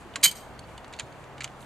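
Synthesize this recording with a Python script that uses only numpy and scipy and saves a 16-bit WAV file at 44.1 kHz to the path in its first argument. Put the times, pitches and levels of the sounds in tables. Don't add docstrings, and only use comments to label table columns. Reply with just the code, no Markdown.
import sys
import numpy as np
from scipy import signal
from scipy.fft import rfft, irfft
from scipy.io import wavfile
from scipy.ndimage import uniform_filter1d

SR = 44100
rng = np.random.default_rng(int(sys.argv[2]) if len(sys.argv) > 2 else 0)


def amplitude_ratio(level_db):
    exponent = np.asarray(level_db, float) / 20
    return 10 ** exponent


def store_pcm(level_fs):
    pcm = np.round(np.clip(level_fs, -1, 1) * 32767).astype(np.int16)
    wavfile.write(sys.argv[1], SR, np.atleast_2d(pcm).T)


N = 72765

# (frequency [Hz], density [dB per Hz])
TRAFFIC_COLOUR = [(15, -36.5), (25, -5.5), (133, -3), (281, -7.5), (544, -7.5), (629, -6), (894, -6.5),
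                  (2850, -20), (3500, -26), (4550, -58), (7700, -120)]
# (frequency [Hz], likeness [0-1])
AIR_LIKENESS = [(60, 0.63), (130, 0.7), (290, 0.6), (640, 0.8), (1410, 0.7), (3100, 0), (6820, 0.4),
                (15000, 0)]
# (frequency [Hz], lead [rad])
AIR_LEADS = [(25, 1.1), (150, .35), (1000, .2)]
# (frequency [Hz], density [dB per Hz])
RUSTLE_COLOUR = [(1470, -30.5), (2500, -8.5), (2830, -11), (3230, -7.5), (4650, -7.5), (5610, -9.5),
                 (8200, -14.5), (14100, -23.5), (16000, -25.5)]
# (time [s], frequency [Hz], level [dB])
DRONE_LINE = [
    (0, 132.3, -63.5),
    (.5, 130.3, -62.5),
    (.58, 129.4, -53),
    (.7, 130.7, -67),
    (1.15, 131.6, -60),
    (1.43, 131.5, -50.5),
    (1.65, 130.4, -58.5),
]
# (time [s], length [s], level [dB], centre frequency [Hz])
CLOTH_SWELLS = [
    (.01, 0.028, -63.5, 7200),
    (0.71, 0.046, -66.5, 7400),
    (0.967, 0.024, -65, 4200),
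    (1.191, 0.042, -67.5, 6960),
    (1.44, 0.037, -66, 4400),
    (1.632, 0.034, -62.5, 8040),
]
# (time [s], frequency [Hz], level [dB], t60 [s])
THUDS = [
    (0.054, 342, -41.5, 0.083),
    (.178, 285, -42.5, 0.075),
    (.234, 340, -33.5, 0.038),
    (.236, 517, -34.5, 0.035),
    (.238, 775, -37.5, 0.049),
    (0.261, 174.8, -42, 0.11),
    (1.031, 136, -33, 0.029),
]
# (frequency [Hz], level [dB])
METAL_LEFT_DB = [(500, 0), (4400, -3), (8000, -2.2), (15000, -4.5)]
# (frequency [Hz], lead [rad])
METAL_LEFT_LEADS = [(1000, .2), (4700, .45), (11000, .3), (11800, 1.3)]
# (frequency [Hz], level [dB], t60 [s])
FRAME_MODES = [(1100, -11, .04), (1593, -10, .045), (2000, -11, .04), (2338, 0, .05), (2930, -1, .045),
               (3600, -7, .035), (4470, -3, .04), (6350, -3, .03), (7000, -2, .05), (7400, -4, .035),
               (8300, -5, .03), (9400, -7, .035), (11500, -14, .025), (12600, -9, .022)]
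# (time [s], ring level [dB], brightest frequency [Hz], rattle level [dB])
CLINKS = [(.1385, -54, 3300, -64.5), (.1573, -44, 2970, -35), (.1590, -41.5, 7930, -39),
          (.1630, -28, 1260, -47.5), (.2135, -61.5, 8550, -61.5), (.5915, -52.5, 4760, -55),
          (.5935, -55.5, 9720, -65.5), (.6400, -62.5, 4500, -81.5), (.6870, -62, 2820, -74),
          (.7775, -60, 9000, -60), (.7790, -53, 3320, -58), (.8445, -57, 3550, -53),
          (.8790, -81, 8250, -63.5), (.9270, -65, 7340, -56.5), (.9305, -63, 2300, -55),
          (.9360, -55, 3500, -47), (.9395, -62, 3200, -62), (.9430, -67, 4920, -71),
          (.9505, -68, 4500, -68), (.9830, -62.5, 4500, -68), (.9640, -72, 8000, -62),
          (.9890, -55, 4360, -48), (.9915, -49, 4500, -58), (.9962, -44.5, 7040, -39.5),
          (.9968, -46, 2210, -40), (1.0045, -76, 2270, -42.5), (1.1250, -63.5, 4490, -62.5),
          (1.2400, -66.5, 5450, -61.5), (1.3805, -59, 3030, -53), (1.4060, -58, 4500, -46.5),
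          (1.4076, -47, 2300, -44), (1.4080, -52, 6400, -58.5), (1.4110, -50, 4300, -53),
          (1.4160, -66, 2400, -58), (1.4200, -59, 2980, -45), (1.4350, -60, 11500, -52),
          (1.4385, -61.5, 6980, -61), (1.4428, -42, 6650, -39.5), (1.4434, -41.5, 2900, -44.5),
          (1.4440, -49, 12600, -64), (1.4500, -56, 2870, -49), (1.4765, -55.5, 3153, -53.5),
          (1.6060, -72, 7400, -61), (1.6270, -61.5, 3230, -66)]
# (frequency [Hz], density [dB per Hz])
CLINK_COLOUR = [(470, -30), (800, 0), (2300, 0), (3890, -4), (4620, -4.5), (5420, -8.5), (7190, -7),
                (10500, -19.5), (15000, -48)]
# (frequency [Hz], level [dB], t60 [s])
GRIPPED_MODES = [(3094, -50, .2), (4780, -68, .25), (5700, -47, .11), (6433, -68, .2), (7390, -54, .09),
                 (8118, -55, .12), (8685, -58, .09), (11370, -68, .2), (11960, -64, .2), (13800, -62, .15)]
# (frequency [Hz], t60 [s])
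ROD_MODES = [(2330, .055), (3094, .17), (3983, .06), (4613, .07), (4778, .045), (5690, .12), (6480, .05),
             (6640, .05), (7405, .06), (8016, .045), (8168, .055), (8770, .045), (9356, .045), (11880, .05),
             (2060, .04), (10690, .1), (11945, .07), (13770, .075), (14900, .12), (15725, .065)]
FIRST_ROD_MODE_DB = [-2.5, -8, -10, -7.5, -9.5, -20.5, -10.5, -10, -13, -6, -11, -6.5, -9, -6.5]
LAST_ROD_MODE_DB = [-7.5, -28.5, -2.5, -18, -28, -20]
# (time [s], ring level [dB], brightest frequency [Hz], rattle level [dB])
CLATTER = [(.2290, -44, 6080, -36.5), (.2322, -21.5, 4070, -26), (.2368, -17, 6100, -24),
           (.2392, -14.5, 4880, -28.5), (.2415, -18.5, 9200, -19.5), (.2437, -21, 8600, -24.5),
           (.2462, -19, 6800, -21), (.2480, -20, 4700, -32.5), (.2500, -22.5, 8600, -37),
           (.2545, -18.5, 3210, -29), (.2580, -23, 8600, -31), (.2615, -23, 4000, -28),
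           (.2700, -32.5, 11100, -38), (.2780, -40.5, 8000, -37), (.2850, -45.5, 9030, -44)]
# (frequency [Hz], density [dB per Hz])
CLATTER_COLOUR = [(290, -52.5), (500, -3.5), (2850, -15), (3110, -14.5), (4730, -8), (5390, -13.5),
                  (6420, -12), (12100, -20), (16000, -29)]

TRAFFIC_DB, RUSTLE_DB, DRONE_HALF_DB = -46, -62.5, -61.5
FLOOR_TOP_HZ = 15100
CLOTH_SPREAD_OCT, CLOTH_GRAIN_DB = 0.55, 2.5
YARD_DB, YARD_T60_S, YARD_TOP_HZ = -15, 0.17, 12000
YARD_BLUR_HZ = 420
WALL_S, WALL_DB, WALL_T60_S = 0.069, -23.5, 0.028
FAR_S, FAR_DB, FAR_T60_S = 0.11, -39.5, 0.35
SCATTER_DB, RATTLE_SPREAD_OCT = 1.5, 1.5
CRACK_T60_S, KNOCK_T60_S = 0.012, 0.024
SEAT_S, SEAT_DB, NODE_HZ = 0.2648, -5, 3094
GRIP_S, GRIP_DB, GRIP_TAKES_S = 0.297, -17, 0.008
AFTER_S, AFTER_RISE_S = 0.37, 0.0049
MIC_DIP_HZ, MIC_DIP_DB, MIC_DIP_OCT, MIC_CEILING = 5325, -5, 0.13, 0.7


def read(table, hz):
    t = np.array(table, float)
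    return np.interp(np.log(np.maximum(hz, 1)), np.log(t[:, 0]), t[:, 1])


def curve(table, column):
    t = np.array(table, float)
    return np.interp(np.arange(N) / SR, t[:, 0], t[:, column])


def unit(x):
    return x / np.sqrt(np.mean(x ** 2))


def walk(rate):
    k = int(SR / rate)
    held = np.repeat(rng.standard_normal(N // k + 1), k)
    return 1.3 * uniform_filter1d(uniform_filter1d(held, k), k)[:N]


def time_since(s):
    return np.maximum(np.arange(N) / SR - s, 0)


def air(colour, centres_hz, flicker_db):
    hz, out = np.fft.rfftfreq(N, 1 / SR), 0
    like = read(AIR_LIKENESS, hz) ** .5
    turn = np.exp(.5j * read(AIR_LEADS, hz))
    mid, side = (rfft(rng.standard_normal(N)) * amplitude_ratio(read(colour, hz)) for _ in range(2))
    mid, side = mid * np.sqrt(1 + like), side * np.sqrt(1 - like)
    pair = np.array([(mid + side) * turn, (mid - side) / turn])
    for centre in centres_hz:
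        octaves = np.log2(np.maximum(hz, 1) / centre)
        band = np.cos(np.pi / 2 * np.clip(octaves, -1, 1)) ** 2
        out = out + irfft(pair * band, N) * amplitude_ratio(flicker_db * walk(13))
    return unit(out)


def traffic():
    return amplitude_ratio(TRAFFIC_DB) * air(TRAFFIC_COLOUR, 2. ** np.arange(4, 13), 0.69)


def drone():
    phase = 2 * np.pi * np.cumsum(curve(DRONE_LINE, 1)) / SR
    firing = amplitude_ratio(curve(DRONE_LINE, 2)) * np.sin(phase)
    half = amplitude_ratio(DRONE_HALF_DB + 3 * walk(6)) * np.sin(phase / 2)
    return np.sqrt(2) * (firing + half)


def cloth():
    t, hz, out = np.arange(N) / SR, np.maximum(np.fft.rfftfreq(N, 1 / SR), 1), 0
    noise = rng.standard_normal(N) + .5 * rng.standard_normal((2, N))
    grains = rfft(noise * amplitude_ratio(CLOTH_GRAIN_DB * walk(160)))
    for s, length, db, centre_hz in CLOTH_SWELLS:
        tone = amplitude_ratio(-6 * (np.log2(hz / centre_hz) / CLOTH_SPREAD_OCT) ** 2)
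        swell = np.exp(-.5 * ((t - s) / length) ** 2)
        out = out + amplitude_ratio(db) * swell * unit(irfft(grains * tone, N))
    return out


def rustle_and_cloth():
    rustle = amplitude_ratio(RUSTLE_DB) * air(RUSTLE_COLOUR, 2. ** np.arange(12, 15), 0.78)
    top = signal.ellip(8, .2, 60, FLOOR_TOP_HZ, fs=SR, output="sos")
    return signal.sosfilt(top, rustle + cloth())


def thuds():
    out = 0
    for s, hz, db, t60 in THUDS:
        t = time_since(s)
        out = out + 2 * amplitude_ratio(db - 60 * t / t60) * (1 - np.exp(-t / 0.0047)) * np.sin(2 * np.pi * hz * t)
    return out


def yard(x):
    t = np.arange(SR // 2) / SR
    shape = amplitude_ratio(YARD_DB - 60 * t / YARD_T60_S)
    shape = shape + (t > WALL_S) * amplitude_ratio(WALL_DB - 60 * (t - WALL_S) / WALL_T60_S)
    shape = shape + (t > FAR_S) * amplitude_ratio(FAR_DB - 60 * (t - FAR_S) / FAR_T60_S)
    same, own = rng.standard_normal(len(t)), rng.standard_normal((2, len(t)))
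    tail = (same + .6 * own) * shape / np.sqrt(YARD_T60_S * SR / 14)
    tail = signal.sosfilt(signal.butter(2, YARD_TOP_HZ, fs=SR, output="sos"), tail)
    blurred = x * walk(YARD_BLUR_HZ)
    return signal.fftconvolve(blurred[None], tail, axes=1)[:, :N]


def ports(x):
    hz = np.fft.rfftfreq(N, 1 / SR)
    half = amplitude_ratio(read(METAL_LEFT_DB, hz) / 2) * np.exp(.5j * read(METAL_LEFT_LEADS, hz))
    return np.array([irfft(rfft(x) * half, N), irfft(rfft(x) / half, N)])


def near(hz, top_hz, spread_oct):
    return -6 * (np.log2(np.maximum(hz, 1) / top_hz) / spread_oct) ** 2


def strikes(hits, modes, spread_oct, colour, rattle_t60, contact_db, crack_db, knock, rise_s):
    size = 16384
    out, t, bins = np.zeros(N + size), np.arange(size) / SR, np.fft.rfftfreq(size, 1 / SR)
    hz, db, t60 = np.array(modes, float).T[:, :, None]
    times = np.array(hits)[:, :1]
    for s, ring_db, top_hz, rattle_db in hits:
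        scatter_db = SCATTER_DB * rng.standard_normal(hz.shape)
        gain = amplitude_ratio(ring_db + db + near(hz, top_hz, spread_oct) + scatter_db)
        gain = gain * rng.choice([-1, 1], hz.shape)
        later = np.sum((times > s) * np.clip((t + s - times) / .001, 0, 1), axis=0)
        fade_db = -60 * t / t60 + contact_db * later * (hz < 14000) * hz / 10000
        seat_db = SEAT_DB * (s < SEAT_S) * np.clip((t + s - SEAT_S) / .001, 0, 1)
        fade_db = fade_db + seat_db * (hz != NODE_HZ) * (hz < 14000)
        ring = np.sum(gain * amplitude_ratio(fade_db) * np.sin(2 * np.pi * hz * t), axis=0)
        ring = ring * (1 + knock * amplitude_ratio(-60 * t / KNOCK_T60_S))
        tone = amplitude_ratio(read(colour, bins) + near(bins, top_hz, RATTLE_SPREAD_OCT))
        rattle = unit(irfft(rfft(rng.standard_normal(size)) * tone, size)) * amplitude_ratio(rattle_db + seat_db)
        rattle = rattle * (amplitude_ratio(-60 * t / rattle_t60) + amplitude_ratio(crack_db - 60 * t / CRACK_T60_S))
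        start = int(s * SR)
        out[start:start + size] += 2 * (ring + rattle) * (1 - np.exp(-t / rise_s))
    return out[:N]


def frame_clinks():
    return strikes(CLINKS, FRAME_MODES, spread_oct=0.33, colour=CLINK_COLOUR, rattle_t60=0.038,
                   contact_db=0, crack_db=3, knock=2.2, rise_s=0.0003)


def gripped_rod():
    out, t = 0, time_since(AFTER_S)
    for hz, db, t60 in GRIPPED_MODES:
        level = amplitude_ratio(db - 60 * t / t60 + 4.3 * walk(92))
        out = out + level * (1 - np.exp(-t / AFTER_RISE_S)) * np.sin(2 * np.pi * hz * t)
    return out


def rod_clatter():
    hz, t60 = np.array(ROD_MODES).T
    modes = np.column_stack([hz, [*FIRST_ROD_MODE_DB, *LAST_ROD_MODE_DB], t60])
    free = strikes(CLATTER, modes, spread_oct=0.88, colour=CLATTER_COLOUR, rattle_t60=0.053,
                   contact_db=0.5, crack_db=-11.5, knock=0, rise_s=0.0002)
    grip = np.clip((np.arange(N) / SR - GRIP_S) / GRIP_TAKES_S, 0, 1)
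    return free * amplitude_ratio(GRIP_DB * grip)


def jack():
    metal = rod_clatter() + gripped_rod() + frame_clinks()
    return signal.sosfilt(signal.butter(1, 500, "high", fs=SR, output="sos"), metal)


def scene():
    metal = jack()
    background = traffic() + drone() + rustle_and_cloth()
    return background + thuds() + yard(metal) + ports(metal)


def roll_off(x):
    return signal.sosfilt(signal.butter(12, 15900, fs=SR, output="sos"), x)


def record(dry):
    hz = np.maximum(np.fft.rfftfreq(N, 1 / SR), 1)
    dip = amplitude_ratio(MIC_DIP_DB * np.exp(-.5 * (np.log2(hz / MIC_DIP_HZ) / MIC_DIP_OCT) ** 2))
    mic = MIC_CEILING * np.tanh(irfft(rfft(dry) * dip, N) / MIC_CEILING)
    return roll_off(mic)


dry = scene()
out = record(dry)
store_pcm(out)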